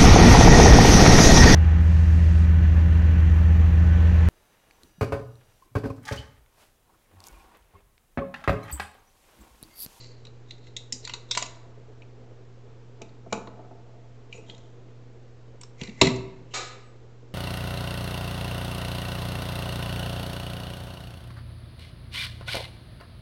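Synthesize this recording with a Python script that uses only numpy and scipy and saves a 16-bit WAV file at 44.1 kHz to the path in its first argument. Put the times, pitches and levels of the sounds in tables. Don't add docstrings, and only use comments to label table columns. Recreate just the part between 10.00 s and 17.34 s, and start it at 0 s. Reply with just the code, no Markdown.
import sys
import numpy as np
from scipy import signal
from scipy.fft import rfft, irfft
from scipy.io import wavfile

SR = 44100
rng = np.random.default_rng(int(sys.argv[2]) if len(sys.argv) > 2 else 0)


def volts(x):
    e = np.asarray(x, float) / 20
    return 10 ** e


def log_audio(samples):
    frames = np.atleast_2d(samples).T
    limited = np.clip(frames, -1, 1)
    pcm = np.round(limited * 32767).astype(np.int16)
    wavfile.write(sys.argv[1], SR, pcm)


N = 323694


def rms_one(x):
    return x / np.sqrt(np.mean(x ** 2) + 1e-20)


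def at_hz(points, hz):
    points = np.array(points)
    return np.interp(np.log(hz), np.log(points[:, 0]), points[:, 1])


def drift(rate_hz):
    steps_per_s = 60
    steps = rng.standard_normal(int(N / SR * steps_per_s) + 2)
    pole = np.exp(-2 * np.pi * rate_hz / steps_per_s)
    slow = rms_one(signal.lfilter([1], [1, -pole], steps))
    return np.interp(np.arange(N) / SR * steps_per_s, np.arange(len(steps)), slow)


def coloured(x, spectrum):
    hz = np.maximum(np.fft.rfftfreq(len(x), 1 / SR), 1)
    return irfft(rfft(x) * volts(at_hz(spectrum, hz)), len(x))


def ring(push, hz, t60):
    radius = volts(-60 / (max(t60, .004) * SR))
    w = 2 * np.pi * hz / SR
    return signal.lfilter([0, np.sin(w)], [1, -2 * radius * np.cos(w), radius * radius], push + 1e-18)


def near(hz, centre_hz, lift_db, octaves):
    return lift_db * np.exp(-(np.log2(hz / centre_hz) / octaves) ** 2)


def contacts(times, contact_ms, rise_ms, solid, rattle_db, rattle_ms):
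    ms = np.arange(7000) / SR * 1000
    chatter = np.exp(-ms / np.maximum(contact_ms, .3)[:, None])
    rattle = volts(rattle_db)[:, None] * np.exp(-ms / rattle_ms)
    burst = rng.standard_normal((len(times), len(ms))) * (chatter + rattle) * (1 - np.exp(-ms / rise_ms))
    burst /= np.sqrt(np.sum(burst ** 2, axis=1, keepdims=True))
    burst[:, 0] = solid
    at = np.round(times * SR).astype(int)[:, None] + np.arange(len(ms))
    return at, burst / np.sqrt(1 + solid ** 2)


def strike(touch, modes, strength_db, spread_db, damping=1):
    at, burst = touch
    scatter = rng.standard_normal((len(at), len(modes)))
    out = np.zeros(N)
    for k, (hz, mode_db, t60) in enumerate(modes):
        gain = volts(strength_db(hz) + mode_db + spread_db * scatter[:, k])
        push = np.zeros(N)
        np.add.at(push, at, burst * gain[:, None])
        out += ring(push, hz, t60 / damping) * (-1) ** k
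    return out


def strokes(rows):
    start, swell, fade, top_db = np.array(rows)[:, :4, None].transpose(1, 0, 2)
    late = np.arange(N) / SR - start - swell
    level_db = top_db - 20 * np.maximum(-late / swell, late / fade)
    return volts(level_db) * np.clip(4 * (late / swell + 1), 0, 1)


def slips(level, per_s, uneven_db):
    sizes = volts(uneven_db * np.minimum(rng.exponential(1, N), 5)) * rng.choice([-1, 1], N)
    return rms_one(sizes * (rng.random(N) < per_s / SR)) * level


# frequency in Hz, relative density in dB per Hz.
AIR_SPECTRUM = [(12, -16), (22, -10), (35, -13), (60, -13), (100, -16), (150, -17.5), (250, -19),
                (393, -15.5), (469, -13.5), (575, -23.5), (1500, -33), (6100, -44), (7300, -46),
                (8100, -45), (8900, -66), (11400, -99)]
AIR_DB = -54
# mean frequency in Hz, mean level in dB rms.
HUM_PARTIALS = [(119.6, -50), (247.6, -67)]


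def background():
    air = volts(AIR_DB) * rms_one(coloured(rng.standard_normal(N), AIR_SPECTRUM))
    low_middle = signal.sosfiltfilt(signal.butter(1, [250, 900], "band", fs=SR, output="sos"), air)
    air = air + low_middle * (volts(2.5 * drift(13.0)) - 1)
    turns = np.cumsum(1 + .002 * drift(1.5)) / SR
    hum = 0
    for hz, db in HUM_PARTIALS:
        hum = hum + np.sqrt(2) * volts(db + .5 * drift(8.0)) * np.sin(2 * np.pi * hz * turns)
    return air + hum


# frequency in Hz, 60 dB decay time in s.
ROOM_DECAY = [(100, 1), (400, 0.67), (1500, 0.73), (4000, 0.52), (8000, 0.44)]
ROOM_DELAY_S = 0.0036


def room(x):
    t = np.arange(int(.9 * SR)) / SR
    tail = 0
    edges = np.geomspace(45, 11000, 9)
    for low, high in zip(edges, edges[1:]):
        band_pass = signal.butter(2, [low, high], "band", fs=SR, output="sos")
        band = signal.sosfilt(band_pass, rng.standard_normal(len(t)))
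        tail = tail + band * volts(-60 * t / at_hz(ROOM_DECAY, np.sqrt(low * high)))
    tail = tail * np.clip(t / ROOM_DELAY_S - 1, 0, 1)
    return signal.fftconvolve(x, tail / np.sqrt(np.sum(tail ** 2)))[:N]


# start in s, relative level in dB, rise to the top in ms.
FAR_CRASH = (6.537, -17.5, 5.56)
# frequency in Hz, relative density in dB per Hz.
FAR_SPECTRUM = [(250, -28.5), (420, -8.5), (508, -8.5), (707, -14.5), (878, -11.5), (1300, -7),
                (1570, -18.5), (1860, -11.5), (2900, -14.5), (4350, -7.5), (4880, -17.5), (7050, -13),
                (8750, -14), (11400, -62), (19200, -120)]


def far_blow():
    start, db, rise_ms = FAR_CRASH
    t = np.maximum(np.arange(N) / SR - start, 0) * 1000 / rise_ms
    noise = rms_one(coloured(rng.standard_normal(N), FAR_SPECTRUM))
    return volts(db) * noise * t * np.exp(-t)


# start in s, length in s, mean frequency in Hz, peak amplitude in dB.
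RUBBING_TONES = [(4.343, 0.04, 6840, -52.5), (4.348, 0.065, 8050, -60), (4.363, 0.045, 5920, -66),
                 (6.819, 0.051, 8240, -66.5), (6.825, 0.1, 7800, -67)]


def whistles():
    t = np.arange(N) / SR
    out = 0
    for start, length, hz, db in RUBBING_TONES:
        swell = np.sin(np.pi * np.clip((t - start) / length, 0, 1))
        turns = np.cumsum(1 + 0.0016 * drift(28.0)) / SR
        out = out + volts(db) * swell * np.sin(2 * np.pi * hz * turns)
    return out


# frequency in Hz, relative level in dB, 60 dB decay time in s.
BENCH_MODES = [(62.8, -13.5, 0.42), (124.2, -5.5, 0.31), (165.7, -4, 0.1), (210.7, -4, 0.17),
               (253, -8, 0.28), (311.3, -5.5, 0.13), (382, -4, .22), (450, -6.5, 0.1), (500, -5.5, .07),
               (672, 10, 0.055), (738.4, -2, 0.076), (866.5, -1, 0.11), (1050, -2, 0.027),
               (1066, 0.5, 0.032), (1308, -6, 0.073), (1410, -5.5, 0.022)]
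# start in s, swell in s, fade in s for 20 dB, relative top level in dB.
DRAG_STROKES = [(1.4, .05, 1.9, -60), (3.36, .15, .55, -50.5), (3.8, .15, .3, -59), (4.15, .34, .68, -56.5)]


def drags():
    push = slips(strokes(DRAG_STROKES).sum(axis=0), per_s=500, uneven_db=2.2)
    out = 0
    for k, (hz, db, t60) in enumerate(BENCH_MODES):
        if hz > 420:
            out = out + ring(push * volts(db - 33.5), hz, t60) * (-1) ** k
    return out


# start in s, relative strength in dB, favoured ring in Hz,
# lift of the modes below 145 Hz in dB, lift of those above 550 Hz in dB.
BENCH_BLOWS = [(0.925, -43, 247, -14, -9.5), (1.369, -39, 651, -4, 3), (1.422, -42, 686, -12.0, -2),
               (2.403, -44.5, 385, -6, -19), (3.014, -35.5, 393, -28, -3), (3.263, -37, 697, -21, -10),
               (3.325, -19.5, 466, -15, -2), (3.474, -31, 704, -15, -25), (3.592, -37, 786, -24, -6),
               (3.646, -40, 382, -19, -4), (3.71, -41, 848, -15, -1.5), (4.344, -40.5, 503, -18, -12),
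               (4.381, -40, 450, 1, -21), (4.489, -44, 450, -14.5, -3), (5.81, -26.5, 156, 2, -18),
               (5.88, -36, 175, -10, -16), (6.014, -5.5, 382, -1, -10), (6.069, -16.5, 164, -1, -16)]
KNOCK_MS = 5.2


def knocks():
    start, peak_db, ring_hz, lowest_db, upper_db = np.transpose(BENCH_BLOWS)

    def strength_db(hz):
        return peak_db - 7.5 + near(hz, ring_hz, 8.1, 0.27) + lowest_db * (hz < 145) + upper_db * (hz > 550)

    count = len(start)
    touch = contacts(start, np.full(count, KNOCK_MS), rise_ms=1.2, solid=1.25,
                     rattle_db=np.full(count, -14.0), rattle_ms=79.0)
    return strike(touch, BENCH_MODES, strength_db, spread_db=2.0)


# frequency in Hz, relative level in dB, 60 dB decay time in s before any damping.
BOARD_MODES = [(964, -1.5, 0.03), (1168, -6.5, 0.035), (1449, -6, 0.019), (2030, -5, 0.025),
               (2363, -9, 0.021), (2563, -11.5, 0.046), (2845, -5, 0.017), (3256, -7, 0.016),
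               (3740, -4.5, 0.015), (4080, -5.5, 0.025), (4470, -9.5, 0.023), (4900, 4.5, 0.023),
               (5400, 6.5, 0.021), (5820, 10.5, 0.011), (6270, 8.5, 0.014), (6780, 10.5, .015),
               (7386, 9, .015), (8325, 15.5, .01), (8700, 15, .01)]
# start in s, swell in s,
# fade in s for 20 dB, relative top level in dB, centre frequency in Hz.
SOFT_SWELLS = [(-0.02, .02, .16, -51, 4450), (0.45, .055, .12, -64, 3850), (0.6, .075, .07, -64, 3950),
               (1.02, .03, .02, -48, 4090), (1.28, .03, .01, -52, 3700), (1.38, .03, .15, -52, 3900),
               (3.29, .035, .02, -57, 2400), (4.3, .036, .13, -55.5, 2600), (4.44, .05, .28, -61, 3400),
               (5.77, .045, .16, -48, 2200), (5.96, .05, .02, -50, 2100), (6.5, .045, .02, -48, 2960)]


def soft_swells():
    level = strokes(SOFT_SWELLS)
    push = slips(level.sum(axis=0), per_s=1700, uneven_db=2.7)
    centre = np.array(SOFT_SWELLS)[level.argmax(axis=0), -1]
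    out = 0
    for k, (hz, db, t60) in enumerate(BOARD_MODES):
        extremes_db = -11 * (hz < 1700) - 12.8 * (hz > 4700)
        gain = volts(db - 22 + near(hz, centre, 16.0, 0.16) + extremes_db)
        out = out + ring(push * gain, hz, t60) * (-1) ** k
    return out


# start in s, relative strength in dB, favoured ring in Hz,
# lift of that ring in dB, lift of the modes below 1700 Hz in dB, lift of those above 4700 Hz in dB.
BOARD_CONTACTS = [(0.0214, -61, 4270, 14, -31, -7), (0.2498, -39, 3500, 12.5, -10, -15.5),
                  (0.2674, -46, 3900, 18, 2, -19), (0.5069, -34, 3760, 16.5, -26, -22),
                  (0.5794, -54, 3740, 9, -16, -17), (0.639, -53.5, 3900, 11.5, -22, -22),
                  (0.667, -43, 3850, 8.5, -17, -25), (0.7644, -27, 3650, 22, -40, -9),
                  (0.9223, -24.5, 3800, 13, -40, -2), (1.0491, -26.5, 4050, 16, -35, -15),
                  (1.0729, -24, 4080, 6, -4, -19), (1.0939, -22.5, 2790, 8, -2, -21),
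                  (1.1357, -22.5, 4160, 12.5, -1, -13.5), (1.3098, -16.5, 3730, 18.5, -8, -11),
                  (1.3483, -19.5, 3900, 2, -7, -15), (1.3565, -36, 6800, 15, -1, -15),
                  (1.3721, -10, 4120, 3.5, -3, -14.5), (1.4142, -34, 3800, 13, -11, -20),
                  (1.4234, -20.5, 3000, 10, -1, -10.5), (1.4604, -33.5, 6600, 11, -13, -16.5),
                  (2.018, -47, 2530, 19, 4, -26), (3.0161, -32, 2670, 7, -23, -17),
                  (3.09, -52.5, 4220, 8, -1, -26), (3.325, -19, 2370, 8, 8.5, -13),
                  (3.4709, -39, 2060, 10, 16, -25), (4.3249, -37.5, 2490, 21, -14, -22),
                  (4.4965, -36, 3350, 23, -20, -24), (4.5461, -43.5, 3250, 12, -15, -20),
                  (4.5778, -48, 3850, 9, 4, -15), (5.6108, -35.5, 7930, 19, -4.5, -18.5),
                  (5.6325, -37, 5500, 10.5, 1, -14), (5.8114, -25, 2230, 11, -7.5, -23),
                  (5.8332, -28, 2050, 4.5, -5, -18), (5.873, -35, 2000, 9, -13, -26),
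                  (5.893, -36.5, 1990, 12.5, -29, -30), (6.0123, 2, 3000, 5, -5.5, -20),
                  (6.0535, -26, 3210, 11, -22.5, -11), (6.0686, -14.5, 2010, 15, -6.5, -19.5),
                  (6.159, -38, 1970, 3, 0, -10)]
TICK_MS, TICK_MS_WITH_FORCE = 2.0, .4


def ticks():
    start, peak_db, ring_hz, focus_db, low_db, top_db = np.transpose(BOARD_CONTACTS)
    force = np.clip((peak_db + 45) / 45, 0, 1)

    def crack_db(hz):
        return peak_db - 10.5 + 3.9 * force + low_db * (hz < 1700) + top_db * (hz > 4700)

    def ring_db(hz):
        return crack_db(hz) + 3 - 7.2 * force + near(hz, ring_hz, focus_db, 0.22)

    touch = contacts(start, TICK_MS + TICK_MS_WITH_FORCE * force, rise_ms=1.5, solid=0,
                     rattle_db=-29.5 + 9.5 * force, rattle_ms=35.0)
    low = [mode for mode in BOARD_MODES if mode[0] < 1700]
    high = [mode for mode in BOARD_MODES if mode[0] >= 1700]
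    focused = strike(touch, high, ring_db, spread_db=3.5)
    crack = volts(2.5) * strike(touch, high, crack_db, spread_db=1.0, damping=3.6)
    high_pass = signal.butter(4, 1850, "high", fs=SR, output="sos")
    focused, crack = signal.sosfilt(high_pass, [focused, crack])
    return focused, crack + strike(touch, low, crack_db, spread_db=1.0)


ROOM_DB = -13.5


def scene():
    focused, cracks = ticks()
    broad = cracks + knocks() + soft_swells() + drags() + whistles()
    distant = far_blow()
    into_room = broad + volts(-7.5) * focused
    direct = focused + broad + volts(-4.5) * distant
    reverberant = room(volts(ROOM_DB) * into_room + distant)
    return (direct + reverberant + background())[None]


def band_limit(x):
    return signal.sosfilt(signal.butter(12, 8900, fs=SR, output="sos"), x)


def record(dry):
    top_cut = signal.cheby2(12, 70, 9300, fs=SR, output="sos")
    cut = signal.sosfilt(top_cut, dry)
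    offset = .0034
    mix = np.clip(cut + offset, -.9, 1)
    return band_limit(mix)


dry = scene()
out = record(dry)
log_audio(out)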